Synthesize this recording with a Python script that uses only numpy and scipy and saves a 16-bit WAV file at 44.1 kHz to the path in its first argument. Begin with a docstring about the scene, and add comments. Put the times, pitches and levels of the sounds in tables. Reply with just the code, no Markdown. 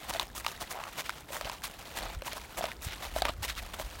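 """A pony is led at a walk across a gravel yard, a few metres from the microphone.
Hooves and shoes crunch the grit; where a hoof meets a larger stone there is a crack with a short
hollow ring. Kicked stones clack, a hoof drags once, and grit rustles between the steps.
Light wind bumps the microphone over a quiet outdoor hiss."""
import sys
import numpy as np
from scipy import signal
from scipy.fft import rfft, irfft
from scipy.io import wavfile

SR = 44100
rng = np.random.default_rng(int(sys.argv[2]) if len(sys.argv) > 2 else 0)


def int16_out(signal):
    """Quantize to a 16-bit WAV file."""
    q = np.round(np.clip(np.atleast_2d(signal).T, -1, 1) * 32767)
    wavfile.write(sys.argv[1], SR, q.astype(np.int16))


N = 176400


def amp(db):
    """Turns decibels into a volume multiplier."""
    return 10 ** (np.asarray(db) / 20)


def unit(x):
    """Scales a sound to an average (rms) strength of 1."""
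    return x / np.sqrt(np.mean(x ** 2) + 1e-20)


def add(mix, start, sound):
    """Mixes a sound in at a start time in seconds."""
    part = mix[max(round(start * SR), 0):][:len(sound)]
    part += sound[:len(part)]


def colour(x, tone):
    """Makes each frequency louder or softer, following a tone table."""
    hz, db = np.transpose(tone)
    grid_hz = abs(np.fft.fftfreq(4096, 1 / SR))
    log_gain = np.log(amp(np.interp(np.log(grid_hz + 1), np.log(hz), db)))
    response = np.exp(np.conj(signal.hilbert(log_gain)))  # rings after a click, never before it
    return signal.fftconvolve(x, np.fft.ifft(response).real[:2048])[:len(x)]


def band(x, hz, kind):
    """Keeps the lows, the highs or a band in between."""
    return signal.sosfilt(signal.butter(2, hz, kind, fs=SR, output="sos"), x)


def split(x, borders_hz=(1276, 5280)):
    """Splits a sound into lows, mids and highs that add up to the whole."""
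    hz, spectrum = np.fft.rfftfreq(len(x), 1 / SR), rfft(x)
    lows, lows_and_mids = [1 / (1 + (hz / edge) ** 8) for edge in borders_hz]
    return [irfft(spectrum * gain, len(x)) for gain in (lows, lows_and_mids - lows, 1 - lows_and_mids)]


# Tone of the outdoor air: f/Hz, relative level/dB
AIR_TONE = [(60, 4), (650, -6), (4000, -19.5), (16000, -28.5)]

def air(level_db=-53.5):
    """Steady outdoor rumble and hiss."""
    return unit(colour(rng.standard_normal(N), AIR_TONE)) * amp(level_db)


# Rumble of the breeze: t/s, level/dB
BREEZE_LEVELS = [(0, -49), (.9, -62), (2.9, -50), (3.3, -41), (4, -50.5)]
# Wind bumps on the microphone: t/s, half length/s, level/dB
WIND_BUMPS = [(1.452, .018, -38), (2.06, .04, -39), (2.17, .015, -32), (2.87, .006, -28.5),
              (3.403, .014, -31.5), (3.849, .02, -36)]

def wind(low_hz=35, high_hz=68):
    """A breeze rumbles; swirls of air push the microphone in short, uneven low wobbles."""
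    t = np.arange(N) / SR
    wander = unit(band(rng.standard_normal(N), high_hz, "low"))
    rumble = unit(band(rng.standard_normal(N), [low_hz, high_hz], "band"))
    out = rumble * amp(np.interp(t, *np.transpose(BREEZE_LEVELS)))
    for middle, half, db in WIND_BUMPS:
        hz = 14 / np.cbrt(half)  # longer swirls are deeper
        cycles = np.cumsum(hz * (1 + .5 * wander)) / SR + rng.random()
        swell = np.exp(-np.minimum(abs(t - middle) / half, 10) ** 2 / 2)
        out += amp(db) * swell * np.sin(2 * np.pi * cycles)
    return out


def stones(per_s, spread_db, count=48, size=512, ring_cycles=3.55):
    """Random hits of uneven strength, each on one of many small stones with its own brief ring."""
    hits = rng.random(N) < per_s / SR
    hits = hits * amp(spread_db * np.minimum(rng.exponential(1, N), 3.6)) * rng.choice([-1, 1], N)
    which, t = rng.integers(0, count, N), np.arange(size) / SR
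    pitches_hz = np.geomspace(600, 13000, count)
    cycles = pitches_hz[:, None] * t
    rings = np.sin(2 * np.pi * cycles) * np.exp(-cycles / ring_cycles)
    ticks = 1.3 * rng.standard_normal(cycles.shape) * np.exp(-2 * cycles)
    spectra = rfft(np.pad(rings + ticks, ((0, 0), (size, size))))
    voices = irfft(spectra / np.sqrt(np.mean(abs(spectra) ** 2, axis=0)))  # evens out the heap's tone
    heap = sum(signal.oaconvolve(hits * (which == k), voices[k]) for k in range(count))
    return unit(heap[size:size + N])


def jerks(per_s=90, fade_s=.008, depth=.7):
    """A volume curve for gravel giving way: each little slip starts at once and dies away."""
    slips = (rng.random(N) < per_s / SR) * rng.uniform(1, 2.8, N)
    energy = signal.lfilter([1], [1, -np.exp(-2 / (fade_s * SR))], slips ** 2)
    return 1 + depth * np.sqrt(energy)


def snap(t, crack_s=.0006, splinter_s=.004):
    """A sharp crack trailing splinters of noise."""
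    fade = .45 * np.exp(-t / crack_s) + .08 * np.exp(-t / splinter_s)
    return (t == 0) + rng.standard_normal(len(t)) * fade


# Tone of loose grit: f/Hz, relative level/dB
GRIT_TONE = [(200, -6), (420, -5.5), (650, 3), (1500, -1), (3800, -3.5), (4900, -7.5), (6800, -8.5),
             (10300, -12), (16000, -13)]

def grit(hits):
    """Gives hits and noise the tone of loose grit."""
    return colour(hits, GRIT_TONE)


def hoof_scrape(span_s=(.71, .9), sweep_hz=(540, 1250), width_hz=480, grains_per_s=600, level_db=-44.5):
    """A dragged hoof skips over grit in rough scuffs, with a blurry ring that rises in pitch."""
    t = np.arange(N) / SR
    scuffs = grit(rng.standard_normal(N) * (rng.random(N) < grains_per_s / SR)) * jerks()
    sweep = np.exp(2j * np.pi * np.cumsum(np.interp(t, span_s, sweep_hz)) / SR)
    decay = np.exp(-np.pi * width_hz / SR)
    ring = (sweep * signal.lfilter([1], [1, -decay], scuffs / sweep)).real  # rings at the moving pitch
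    swell = np.sqrt(abs(np.sin(np.interp(t, span_s, [0, np.pi]))))
    return amp(level_db) * unit(ring) * swell


HIT_S = .005  # a clack or knock has the energy of a sound held this long at its listed level
# Stone hitting stone: t/s, level/dB, f/Hz
STONE_CLACKS = [(.138, -35.5, 4440), (.1969, -25.5, 3750), (.4832, -39.5, 3400), (.8385, -38.5, 2510),
                (1.1035, -38, 2160), (1.367, -36.5, 1700), (1.4475, -40.5, 3300), (2.079, -51, 2000),
                (2.655, -36, 3160), (2.717, -37, 2200), (3.2892, -35, 1890)]

def kicked_stones(size=2048):
    """A kicked stone hits another and clacks at its own pitch."""
    out, t = np.zeros(N), np.arange(size) / SR
    for start, db, hz in STONE_CLACKS:
        clack = signal.lfilter(*signal.iirpeak(hz, Q=2.5, fs=SR), snap(t))
        add(out, start, amp(db) * unit(clack))
    return out * np.sqrt(HIT_S * SR / size)


# Gravel giving way underfoot: peak t/s, fade/s, level of mids/dB, lows over mids/dB, highs over mids/dB
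STEP_CRUNCHES = [(.094, .015, -42, 1.5, 1.5), (0.146, 0.023, -38.5, -1.5, -5),
                 (0.209, 0.035, -43.5, -2.5, -8), (0.373, 0.022, -40.5, -6, 4),
                 (0.489, 0.041, -46.5, -0.5, -1), (.613, 0.02, -43, 3, 0.5), (0.714, 0.016, -44, 3, 4.5),
                 (0.991, 0.021, -34.5, -3, -2), (1.063, 0.017, -42.5, -14, -6), (1.344, 0.039, -45, 2.5, 3),
                 (1.469, 0.071, -46, 0.5, -9), (1.65, 0.019, -34, -10.5, -1.5),
                 (1.976, 0.02, -39.5, -5, -1), (2.029, 0.096, -46, 2, -17), (2.272, 0.018, -39.5, 1, 2),
                 (2.325, .012, -39, -27, -15), (2.369, 0.014, -49.5, 7, 1.5), (2.586, 0.017, -39, 4, 3),
                 (2.64, 0.06, -44, 2, -10), (2.844, 0.039, -50, -23, 7.5), (2.892, .05, -40.5, -15, -18),
                 (3.038, 0.043, -45, -2, -4.5), (3.17, 0.028, -40.5, -1, 0), (3.254, 0.032, -40.5, 4, -13),
                 (3.29, 0.013, -36, 3, -23), (3.441, .017, -33, -7.5, -3), (3.496, 0.024, -36, -16, -7.5),
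                 (3.579, .025, -40.5, -10, -6.5), (3.743, 0.0085, -40, 1, -2.5),
                 (3.81, 0.035, -51.5, 6.5, 4)]
# Moments when no foot moves: t/s, half length/s
STILL_MOMENTS = [(0.308, 0.043), (1.25, 0.035), (1.605, 0.019), (2.202, 0.038), (2.78, .04), (3.366, 0.039)]

def gravel(rustle_db=(-56, -54, -57.5), pebble_db=-51.5):
    """Each footfall presses out a swell of grains; loose pebbles go on ticking around it."""
    t = np.arange(N) / SR
    power = amp(rustle_db)[:, None] ** 2 * np.ones(N)  # rows: lows, mids, highs
    for peak, fade, db, lows_db, highs_db in STEP_CRUNCHES:
        from_peak = np.maximum((t - peak) / fade, (peak - t) / (fade * .7))  # rises faster than it fades
        swell = np.exp(-np.minimum(from_peak, 10) ** 1.7)
        power += (amp([[db + lows_db], [db], [db + highs_db]]) * swell) ** 2
    stirring = np.minimum(np.sqrt(power[1]), amp(-46))  # pebbles follow the mids, up to a limit
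    for middle, half in STILL_MOMENTS:
        power *= 1 - 1 / (1 + ((t - middle) / half) ** 10)
    grains = stones(per_s=6000, spread_db=4)
    sand = .37 * rng.standard_normal(N)
    grinding = grit(grains + sand) * jerks()
    crunch = sum(unit(part) * np.sqrt(row) for part, row in zip(split(grinding), power))
    pebbles = grit(stones(per_s=260, spread_db=4.5)) * stirring
    return crunch + amp(pebble_db) * unit(pebbles)


# Tone of a hoof's crack on stone: f/Hz, relative level/dB
CRACK_TONE = [(300, -25.5), (1000, 7.5), (4000, -2.5), (16000, -11.5)]
# Hoof hitting stone: t/s, level of the crack's mids/dB, ring f/Hz, ring level/dB
HOOF_KNOCKS = [(0.1081, -38, 940, -35), (0.1492, -42, 690, -33), (0.1598, -45, 710, -33.5),
               (0.197, -56, 1000, -30.5), (0.2204, -41.5, 1060, -36.5), (0.447, -38.5, 1000, -38),
               (0.4647, -29, 1204, -29), (1.0944, -33, 1450, -31.5), (1.3045, -57, 557, -39),
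               (1.3581, -41, 890, -38.5), (1.4112, -36, 604, -38), (1.4976, -36.5, 1050, -36),
               (2.2209, -41.5, 550, -38.5), (2.2803, -44, 1000, -35.5), (2.5897, -52, 620, -36),
               (2.6091, -46, 700, -30), (2.6406, -36.5, 665, -27.5), (3.1624, -41, 653, -26),
               (3.2208, -27.5, 752, -22.5), (3.2528, -29, 574, -33), (3.2843, -39, 1160, -29.5),
               (3.7978, -40.5, 620, -35.5)]

def hooves(size=2048, lead_in=64, ring_cycles=2.1, echo_s=.0032):
    """A hoof cracks on a stone, hoof or stone rings hollowly, and the sound bounces off the ground."""
    out, t = np.zeros(N), np.arange(size) / SR
    for hit_time, crack_db, hz, ring_db in HOOF_KNOCKS:
        lows, mids, highs = map(unit, split(np.pad(colour(snap(t), CRACK_TONE), (lead_in, 0))))
        crack = amp(-7.5) * lows + mids + amp(-9) * highs
        swell = np.exp(-hz * t / ring_cycles) * (1 - np.exp(-2 * hz * t))
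        ring = unit(np.pad(np.sin(2 * np.pi * hz * t) * swell, (lead_in, 0)))
        knock = amp(crack_db) * crack + amp(ring_db) * ring
        knock *= np.sqrt(HIT_S * SR / len(knock))
        start = hit_time - lead_in / SR
        add(out, start, knock)
        add(out, start + echo_s, .18 * knock)
    return out


def scene():
    """Steps, wind and air, mixed into one channel."""
    return (gravel() + hooves() + kicked_stones() + hoof_scrape() + wind() + air())[None]


def record(dry, low_cut_hz=28, high_cut_hz=16200):
    """The microphone loses the deepest bass, and the very highest treble is cut off."""
    treble_cut = signal.firwin(511, high_cut_hz, window=("kaiser", 9), fs=SR)
    return signal.oaconvolve(band(dry, low_cut_hz, "high"), treble_cut[None], "same")


dry = scene()
out = record(dry)
int16_out(out)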